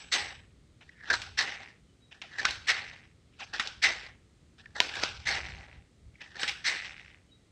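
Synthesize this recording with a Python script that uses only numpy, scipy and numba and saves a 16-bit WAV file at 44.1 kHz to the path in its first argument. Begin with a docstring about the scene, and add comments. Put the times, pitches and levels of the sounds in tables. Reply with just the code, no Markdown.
"""Cat chewing at the microphone

Right by the phone, a cat chews and snuffles: shaped noise hisses in through the nose, then puffs out in snorts
whose tails flutter with uneven beats. Bits crack and smack as noise pushes ring the mouth; teeth squeak in
falling tones. A tiny collar bell rings faintly in decaying sines, breathy chirps come from far off, and
bands of background noise lie under it all with a low, swelling room rumble.
"""
import sys
import numpy as np
from scipy import signal
from scipy.io import wavfile
from scipy.ndimage import uniform_filter1d
from numba import njit

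SR = 44100
rng = np.random.default_rng(int(sys.argv[2]) if len(sys.argv) > 2 else 0)


def wav_out(sig):
    """Save sig, one row per channel (or a flat mono array), as 16-bit PCM at SR to the path in sys.argv[1]."""
    wavfile.write(sys.argv[1], SR, np.round(np.clip(np.atleast_2d(sig).T, -1, 1) * 32767).astype(np.int16))


N = 331191  # samples, about 7.5 s


def undb(db):
    """Gain of a level."""
    return 10 ** (np.asarray(db) / 20)


def unit(x):
    """Scale to rms 1."""
    return x / np.sqrt(np.mean(x ** 2))


@njit
def svf(x, hz, width):
    """State-variable band-pass whose centre and width may move, gain 1 at the centre."""
    y, band, low = np.empty(len(x)), 0., 0.
    for i in range(len(x)):
        g = np.tan(np.pi * hz[i] / SR)
        damping = width[i] / hz[i]
        v = (band + g * (x[i] - low)) / (1 + g * (g + damping))
        band = 2 * v - band
        low += 2 * g * v
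        y[i] = damping * v
    return y


def ring(x, hz, width):
    """A steep resonance: the band-pass twice, each pass wider so that the pair has about the given width."""
    hz = np.zeros(len(x)) + hz
    width = np.zeros(len(x)) + 1.5 * width
    return svf(svf(x, hz, width), hz, width)


def body(x, modes):
    """Sum of resonances, neighbours in opposite phase."""
    return sum((-1) ** k * undb(db) * ring(x, hz, w) for k, (hz, w, db) in enumerate(modes))


def walk(rate):
    """Random levels held 1 / rate s and slewed twice."""
    k = int(SR / rate)
    steps = np.repeat(rng.standard_normal(N // k + 1), k)
    return uniform_filter1d(uniform_filter1d(steps, k), k)[:N]


def patchy(x, modes):
    """Sum of resonances that each brighten and dim alone as the mouth moves."""
    out = 0
    for k, (hz, width, db) in enumerate(modes):
        gain = undb(db + 3.2 * walk(50))  # 50 new levels per s
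        out = out + (-1) ** k * gain * ring(x, hz, width)
    return out


def dull(x, cheek_hz=7700):
    """Flesh takes the top off what sounds inside the head: a low-pass."""
    return signal.sosfilt(signal.butter(4, cheek_hz, fs=SR, output="sos"), x)


SHUT_DB = -110


def swell(u, attack, curve=1.3):
    """Level in dB of a start: shut before 0, rising to 0 dB over the attack."""
    return np.maximum(20 * curve * np.log10(np.clip(u / attack, 1e-9, 1)), SHUT_DB)


# Spectrum of the room's background, before its overall level: pitch_hz, relative_db_per_hz
ROOM_SPECTRUM = [(12, -31), (20, -23.5), (119, -3), (386, -13.5), (954, -31), (1330, -23.5), (1560, -31.5),
                 (2110, -23), (2290, -31.5), (3760, -25.5), (4680, -32.5), (7660, -31.5), (8790, -31),
                 (9800, -58), (14000, -56)]
# Level of the low rumble over time: time_s, level_db
RUMBLE_LEVELS = [(0.0, -63), (0.29, -57.5), (1.09, -67), (1.13, -52.5), (2.32, -74), (2.46, -51.5),
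                 (2.59, -57.5), (3.3, -64), (3.97, -56), (4.45, -66), (5.56, -46.5), (5.66, -59),
                 (5.8, -51), (5.91, -76), (6.08, -54), (6.23, -72.5), (6.43, -59.5), (7.5, -66)]


def room(room_db=-64, rumble_hz=70.5, rumble_width_hz=46, rumble_swell_db=1.5):
    """Third-octave bands of background noise that flicker alone, and a band of low noise that swells."""
    hiss = 0
    spectrum_hz, spectrum_db = np.transpose(ROOM_SPECTRUM)
    for hz in 25 * 2 ** (np.arange(27) / 3):
        db = np.interp(np.log(hz), np.log(spectrum_hz), spectrum_db) + 0.5 * walk(1.4)
        hiss = hiss + undb(db) * ring(rng.standard_normal(N), hz, hz / 4)
    time_s, level_db = np.transpose(RUMBLE_LEVELS)
    rumble = ring(rng.standard_normal(N), rumble_hz, rumble_width_hz)
    rumble = unit(undb(rumble_swell_db * walk(7)) * rumble)
    rumble_db = np.interp(np.arange(N) / SR, time_s, level_db)
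    return undb(room_db) * unit(hiss) + undb(rumble_db) * rumble


# Modes of the tiny collar bell: pitch_hz
BELL_PITCHES = [7752, 8441, 11890, 12578]
# The same modes, against the jerk: relative_db, t60_s
BELL_MODES = [(9.5, 0.52), (10, 0.4), (-14, 0.5), (-20.5, 0.35)]
# Jerks of the collar: start_s, level_db, upper_modes_db (added to all but the lowest mode)
COLLAR_JERKS = [(.0, -65, -19), (.125, -53, -1), (1.146, -65, -5), (1.385, -92, -16), (2.68, -72.5, -9),
                (3.83, -68.5, 4), (5.271, -68, 5), (6.402, -59.5, -2), (6.662, -62.5, 4)]


def bell():
    """Each jerk rings the high modes of the tiny bell as decaying sines in random phase."""
    out, t = np.zeros(N + SR), np.arange(SR) / SR
    for s, db, upper_db in COLLAR_JERKS:
        for k, (hz, (mode_db, t60)) in enumerate(zip(BELL_PITCHES, BELL_MODES)):
            gain = undb(db + mode_db + upper_db * (k > 0) - 60 * t / t60)
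            out[int(s * SR):][:SR] += gain * np.sin(2 * np.pi * (hz * t + rng.random()))
    return out[:N]


# Air drawn in while chewing, one curve per breath: time_s, nose_db, mouth_db, nose_pitch_hz
BREATHS_IN = [
    [(0.0, -60, -52.5, 1772), (0.06, -62, -63.5, 1720), (0.112, -64, -62, 1762)],
    [(0.84, -77, -70, 1915), (0.98, -59.5, -83.5, 1930), (1.095, -40.5, -49.5, 1691),
     (1.11, -51, -67, 1688), (1.174, -55, -45.5, 1503), (1.244, -47, -54.5, 1577), (1.314, -61, -65, 1603),
     (1.37, -88.5, -66, 1680)],
    [(2.145, -62, -66, 1780), (2.21, -69, -81, 1863), (2.225, -72, -64, 1880), (2.293, -57, -66, 1829),
     (2.36, -45, -58, 1832), (2.445, -60, -49.5, 1749), (2.46, -66, -46.5, 1546), (2.49, -63, -42.5, 1504),
     (2.604, -72.5, -59.5, 1530), (2.665, -65, -58, 1565)],
    [(3.36, -79, -77, 1900), (3.445, -59, -58.5, 1716), (3.53, -59, -64.5, 1700), (3.6, -67, -45.5, 1728),
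     (3.66, -49, -46.5, 1620), (3.764, -62, -65.5, 1560), (3.812, -63.5, -66, 1773)],
    [(4.625, -64, -78, 1761), (4.744, -70.5, -74, 1787), (4.81, -65.5, -48.5, 1792),
     (4.894, -58.5, -47, 1839), (4.93, -43, -48, 1738), (5.0, -43, -47, 1630), (5.04, -44, -40.5, 1530),
     (5.088, -45, -49.5, 1609), (5.192, -59.5, -60, 1500), (5.25, -71, -59, 1844)],
    [(6.16, -79, -80.5, 2247), (6.2, -61.5, -80, 2030), (6.24, -61, -58.5, 1954), (6.29, -59, -66, 1930),
     (6.346, -51, -64, 1727), (6.4, -60, -47.5, 1660), (6.515, -64, -49, 1672), (6.547, -54, -66, 1605),
     (6.635, -54, -60, 1853)],
]


def drawn_in(t, throat_db=3.5, chest_db=-4):
    """Gains of nose, throat, hiss and chest, and the nose resonance, while air comes in."""
    time_s, *columns = np.transpose([row for part in BREATHS_IN for row in part])
    nose_db, mouth_db, hz = (np.interp(t, time_s, c) for c in columns)
    on = sum((t >= part[0][0]) & (t <= part[-1][0]) for part in BREATHS_IN)
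    power = on * undb([nose_db, mouth_db + throat_db, mouth_db]) ** 2
    nose, throat, hiss = np.sqrt(power + gasps(t))
    return np.array([nose, throat, hiss, undb(chest_db) * hiss]), hz


# Snorts out of the nose, close up: start_s, attack_s, nose_db, mouth_db (against the nose),
# chest_db (against the nose), puff_s (time constant), puff_drop_db, fade_db_per_s, length_s,
# first_nose_hz, last_flap_per_s (the rate it slows towards)
SNORT_EVENTS = [(0.114, .016, -30, 3.5, -4.5, 0.044, 11, 45.5, .19, 2032, 112),
                (1.371, .014, -29, -1, -8.5, 0.15, 9.5, 70, .33, 1860, 92),
                (2.667, 0.022, -25, -3, -12, 0.024, 8, 84, .4, 1980, 80),
                (3.816, 0.015, -27.5, -1, -9, 0.09, 10.5, 65.5, .26, 2046, 108),
                (5.25, 0.022, -29.5, -2.4, -6.5, 0.16, 15, 35, .5, 2016, 66),
                (6.637, 0.025, -27.5, -2, -14, 0.071, 8, 59, 0.52, 2033, 73)]
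# How many times as fast as the nose each layer fades: throat, hiss, chest
LAYER_FADE_PACE = [0.9, 1.295, 0.99]
# The slower the flap, the harder it beats: beats_per_s, level_db (against the air)
FLAP_LEVELS = [(60, 5), (95, 2.5), (120, -7), (150, -30)]
NOSE_IN_WIDTH_HZ, NOSE_OUT_WIDTH_HZ = 310, 470
NOSE_REST_HZ, NOSE_SETTLE_S = 2040, .08
FLAP_START_PER_S, FLAP_SLOW_S = 150, .15
CHEST_ATTACK_S, SNORT_THROAT_DB = 0.06, -3.5  # throat against the hiss
PUFF_HOLD_S, CLOSE_DB_PER_S = 0.015, 129.5


def snorts(t, gains, hz):
    """A puff, a fading tail, then the nose closes; the flap slows and beats harder against the air."""
    gains, hz = gains.copy(), hz.copy()
    width, rate, flap_gain = t * 0 + NOSE_IN_WIDTH_HZ, t * 0 + FLAP_START_PER_S, t * 0
    for s, attack, db, mouth_db, chest_db, puff_s, puff_db, fade, length, first_hz, last_rate in SNORT_EVENTS:
        u = t - s
        late = np.maximum(u - attack - PUFF_HOLD_S, 0)
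        fall = puff_db * (1 - np.exp(-late / puff_s)) + fade * late
        fall = fall + CLOSE_DB_PER_S * np.maximum(u - length, 0)
        starts = [swell(u, attack)] * 3 + [swell(u, CHEST_ATTACK_S)]
        layers_db = [0, mouth_db + SNORT_THROAT_DB, mouth_db, chest_db]
        for k, (layer_db, pace, start) in enumerate(zip(layers_db, [1, *LAYER_FADE_PACE], starts)):
            gains[k] = np.hypot(gains[k], undb(db + layer_db + start - pace * fall))
        on = (u >= 0) & (db - fall > SHUT_DB)
        hz[on] = NOSE_REST_HZ + (first_hz - NOSE_REST_HZ) * np.exp(-u[on] / NOSE_SETTLE_S)
        width[on] = NOSE_OUT_WIDTH_HZ
        slowing = np.exp(-(u[on] / FLAP_SLOW_S) ** 2)
        rate[on] = last_rate + (FLAP_START_PER_S - last_rate) * slowing
        flap_gain[on] = undb(np.interp(rate[on], *np.transpose(FLAP_LEVELS)))
    return (*gains, hz, width, rate, flap_gain)


# Ring of the nose passage under each beat: pitch_hz, width_hz, relative_db
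FLAP_MODES = [(1950, 800, 0), (2650, 750, -3), (7800, 1200, -24)]


def flap(rate, jitter=.2):
    """Sharp beats at uneven intervals ring the nose passage."""
    chance = rng.standard_normal((2000, 2))
    beat_turns = np.cumsum(np.exp(jitter * chance[:, 0]))
    at = np.searchsorted(np.cumsum(rate) / SR, beat_turns)
    beats = np.zeros(N + 1)
    beats[at] = undb(3 * chance[:, 1])
    # rarer beats are bigger, so the mean power stays the same
    return unit(body(dull(beats[:N] / np.sqrt(rate)), FLAP_MODES))


# Resonances of the head, close up; all four: pitch_hz, width_hz, relative_db
# air hissing through mouth and teeth
HISS_MODES = [(3280, 500, -25), (3870, 650, 3), (4420, 660, 4), (5466, 760, -1.5), (6283, 330, -1),
              (7170, 370, -7.5), (7940, 520, -8)]
# the bright top, not dulled by the cheek
SIZZLE_MODES = [(8900, 2600, -33.5), (11300, 690, -30), (13590, 2000, -41.5)]
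# the throat
THROAT_MODES = [(2580, 1000, 9.5), (1390, 2100, -8.5)]
# the chest
CHEST_MODES = [(808, 47, 8.5), (560, 810, -3.5), (1000, 56, -1), (307, 410, -21)]


def breath(sizzle_slope=0.48):
    """Turbulent air sounds through nose, throat, teeth and chest; the flap beats along."""
    ms = np.arange(0, N / SR, .001)
    controls = (np.interp(np.arange(N) / SR, ms, c) for c in snorts(ms, *drawn_in(ms)))
    nose_gain, throat_gain, hiss_gain, chest_gain, hz, width, rate, flap_gain = controls
    air = rng.standard_normal(N) * undb(2.5 * walk(120) + 3 * walk(600))
    inner = dull(air)
    # the harder the flap beats, the less air passes between the beats
    air_share = 1 / np.hypot(1, flap_gain)
    nose = (unit(ring(inner, hz, width)) + flap_gain * flap(rate)) * air_share
    throat = unit(patchy(inner, THROAT_MODES)) * air_share
    # faster air at the nostrils is brighter
    sizzle = (hiss_gain * undb(33)) ** sizzle_slope * body(air, SIZZLE_MODES)
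    hiss = patchy(inner, HISS_MODES)
    hiss = (hiss + sizzle) / hiss.std()
    chest = unit(patchy(inner, CHEST_MODES))
    return nose_gain * nose + throat_gain * throat + hiss_gain * hiss + chest_gain * chest


# Short gasps and scrapes on top of the breath: start_s, hold_s, nose_db, throat_db, hiss_db
GASP_EVENTS = [(0.806, 0.017, -69, -55.5, -67), (2.11, 0.013, -66, -51, -62.5),
               (3.319, .025, -77, -67.5, -86), (3.387, 0.049, -74, -48, -55), (3.531, 0.026, -36, -45, -45),
               (4.578, 0.032, -59.5, -61.5, -63.5), (4.749, 0.085, -41.5, -52.5, -46),
               (6.135, 0.011, -70, -77, -84.5), (6.202, 0.015, -52, -51, -67.5)]


def gasps(t, attack_s=0.0071, fall_db_per_s=900.5):
    """Power each gasp adds to nose, throat and hiss: a quick rise, a hold and a steep fall."""
    power = 0
    for s, hold, *db in GASP_EVENTS:
        shape = swell(t - s, attack_s) - fall_db_per_s * np.maximum(t - s - attack_s - hold, 0)
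        power = power + undb(shape + np.array(db)[:, None]) ** 2
    return power


def add(out, s, push, db, hz, width_hz, bright_db, dull_db, leak_db):
    """Let a push ring mouth, teeth and chest, and lay it in at time s; a little top leaks past the lips."""
    inner = dull(push)
    mouth = ring(inner, hz, width_hz)
    teeth = body(inner, HISS_MODES) + undb(leak_db) * body(push, SIZZLE_MODES)
    chest = body(inner, CHEST_MODES[1:])
    layers = zip((0, bright_db, dull_db), (mouth, teeth, chest))
    sound = sum(undb(g) * part / np.abs(part).max() for g, part in layers)
    out[int(s * SR):][:len(push)] += undb(db) * sound


# Soft wet smacks of tongue and lips, close up: start_s, level_db (mouth peak before a common 6 dB cut),
# mouth_hz, bright_db (teeth against mouth), dull_db (chest against mouth), t60_s
SMACK_EVENTS = [(0.8908, -34.5, 1900, -16, -42, 0.014), (1.0995, -8, 1600, -10.5, -17, 0.046),
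                (1.1084, -18, 1680, -5, -5, 0.081), (1.1273, -15, 1524, -2, -10, 0.094),
                (2.1199, -45, 1760, -17, -16, 0.034), (2.2192, -32.5, 2630, 2.5, -5, 0.0089),
                (2.3276, -50, 1730, -26, -29, 0.024), (2.383, -18.5, 1800, -8, -14.5, 0.035),
                (2.392, -17, 1720, -8, -16, 0.058), (2.411, -27, 1750, -8.5, -4.5, 0.039),
                (2.428, -27.5, 1590, -1, -3.5, 0.027), (2.446, -15, 1530, -8, -33, 0.075),
                (2.456, -27.5, 1470, -5, -30.5, 0.014), (3.8387, -8, 2100, -18, -37, 0.084),
                (4.657, -33, 1810, -17, -20, 0.011), (5.026, -19.5, 1340, 0.5, -6, 0.1),
                (5.045, -41, 2540, -19, -24, 0.022), (5.2744, -30, 2040, -10, -15, 0.05),
                (6.154, -40.5, 2250, -34, -35, 0.015), (6.2146, -32.5, 2400, -3.5, -6, 0.019),
                (6.2588, -36, 1900, -23, -12, 0.026), (6.3541, -28.5, 1680, -9.5, -11, 0.025),
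                (6.365, -31, 1760, -1, -6, 0.019), (6.394, -26.5, 1730, -0.5, -29, 0.026),
                (6.4102, -24.5, 1680, 0.5, -15, 0.13), (6.438, -20, 1680, -10, -16, 0.035),
                (6.6575, -40, 2040, -7, -15, 0.031)]


def smacks(size=4096, rise_s=.003):
    """A short swell of noise that the mouth cavity turns into a pitched blip."""
    out, t = np.zeros(N), np.arange(size) / SR
    for s, db, hz, bright_db, dull_db, t60 in SMACK_EVENTS:
        push = rng.standard_normal(size) * undb(-60 * t / t60) * (1 - np.exp(-t / rise_s))
        add(out, s, push, db - 6.0, hz, 250., bright_db, dull_db, leak_db=0.5)
    return out


# Hard bits snapping between the teeth, close up, and from 4.955 to 4.998 s a quick flutter of the nose flap #
# as air comes in, played the same way: start_s, peak_db (mouth), mouth_hz, # bright_db (teeth against mouth),
# dull_db (chest against mouth), t60_s, # leak_db (gain of the top past the lips), hum_db (against the peak)
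SNAP_EVENTS = [(1.1388, -17, 1400, -3.5, -46, 0.045, -15.5, -28.5),
               (1.2177, -29.5, 2570, 0, -38, 0.024, 5, -47),
               (2.2168, -29.5, 2440, -14, -35, 0.024, -5, -40.5),
               (2.4525, -9, 1520, -3, -17, 0.015, -9.5, -31.5),
               (2.5077, -27, 1630, 2.5, -16.5, 0.021, 5.5, -17),
               (3.537, -30.5, 1670, -2.5, -5.5, 0.0089, 0.5, -34),
               (3.597, -16, 1780, -8, -16, 0.061, 2.5, -32), (3.673, -24.5, 2950, 2, -21, 0.024, -3, -26),
               (3.866, -35, 2010, -24.5, -22.5, .01, 7.8, -30.5),
               (4.803, -1, 2310, -6, -11, 0.0068, 9, -41.5), (4.955, -26, 1860, -5, -40, .008, 9, -32),
               (4.971, -36, 1930, -13, 2, 0.0065, -7, -30), (4.998, -29, 1940, -4.5, -20, 0.0055, 7, -30),
               (5.036, -11.5, 2350, -2, -9, 0.0076, 3, -32),
               (5.0903, -30.5, 2450, 0.5, -9.5, .012, -2.2, -36),
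               (6.4319, -18, 1740, -4.5, -11, 0.026, 3, -37),
               (6.478, -20.5, 2440, -3.5, -30, 0.097, 4, -31),
               (6.4943, -18.5, 2320, -5.5, -26, 0.0098, 12, -34)]


def snaps(size=12288, blow=7.3, crumble_t60_s=0.4, crumble_db=-17, crumble_per_db=0.51):
    """One sharp blow, a spray of splinters and a tail of crumbs; the closing mouth hums along."""
    out, t = np.zeros(N), np.arange(size) / SR
    fade = undb(-60 * t / crumble_t60_s)
    for s, db, hz, bright_db, dull_db, t60, leak_db, hum_db in SNAP_EVENTS:
        noise = rng.standard_normal(size)
        # harder snaps leave fewer crumbs for their size
        crumbs = undb(crumble_db - crumble_per_db * (db + 15.5)) * fade
        push = noise * (undb(-60 * t / t60) + crumbs)
        push[0] = blow
        add(out, s, push, db, hz, 1200., bright_db, dull_db, leak_db)
        hum = unit(ring(noise, 1510, 180))  # the closed wet mouth, Hz and width in Hz
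        out[int(s * SR):][:size] += undb(db + hum_db) * fade * hum
    return out


# Faint chirps from far off: start_s, length_s (time to fade 24 dB), pitch_hz, level_db (before swell and fade)
FAR_CHIRPS = [(1.885, 0.047, 3000, -59), (2.002, 0.16, 3860, -63.5), (7.272, 0.064, 3020, -66),
              (7.306, 0.073, 3840, -53.5)]


def chirps(width_hz=55.0, breathy=0.32, rise_s=0.022, linger=2.7):
    """Short whistles, a sine with a band of noise around it, that swell and linger."""
    out = np.zeros(N)
    for s, length, hz, db in FAR_CHIRPS:
        t = np.arange(int(linger * length * SR)) / SR
        shape = undb(db + swell(t, rise_s) - 24 * t / length)
        breathing = unit(ring(rng.standard_normal(len(t)), hz, width_hz))
        whistle = shape * unit(np.sin(2 * np.pi * hz * t) + breathy * breathing)
        add_at = out[int(s * SR):][:len(t)]
        add_at += whistle[:len(add_at)]
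    return out


# Teeth slipping on a hard face, close up: start_s, length_s, start_hz, end_hz, level_db,
# overtone_db (step from each partial to the next), loudest_share (of the length)
TOOTH_SQUEAKS = [(2.217, .045, 1300, 620, -52, -6, .6), (3.388, .045, 1800, 720, -45, -1.2, .6),
                 (4.747, .03, 2300, 1700, -38, -14, .55), (4.75, .05, 1500, 650, -48, -10, .5)]


def squeaks(grit=.55, count=5):
    """Gritty stick-slip tones that fall fast and then level off as the jaw slows."""
    out = np.zeros(N)
    for s, length, start_hz, end_hz, db, overtone_db, loudest in TOOTH_SQUEAKS:
        u = np.arange(int(length * SR)) / (length * SR)
        phase = 2 * np.pi * np.cumsum(end_hz + (start_hz - end_hz) * (1 - u) ** 2) / SR
        tone = 0
        for k in range(count):
            rough = 1 + grit * walk(500)[:len(u)]
            tone = tone + undb(overtone_db * k) * rough * np.sin((k + 1) * phase)
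        shape = np.sin(np.pi * u ** (np.log(.5) / np.log(loudest)))
        out[int(s * SR):][:len(u)] += undb(db) * shape * tone
    return out


def scene():
    """Everything at one microphone."""
    return (room() + bell() + breath() + smacks() + snaps() + chirps() + squeaks())[None]


def record(dry, ceiling=1.1, top_hz=15100):
    """The phone rounds the loudest peaks and cuts the top."""
    rounded = ceiling * np.tanh(dry / ceiling)
    return signal.sosfilt(signal.ellip(8, .2, 70, top_hz, fs=SR, output="sos"), rounded)


dry = scene()
out = record(dry)
wav_out(out)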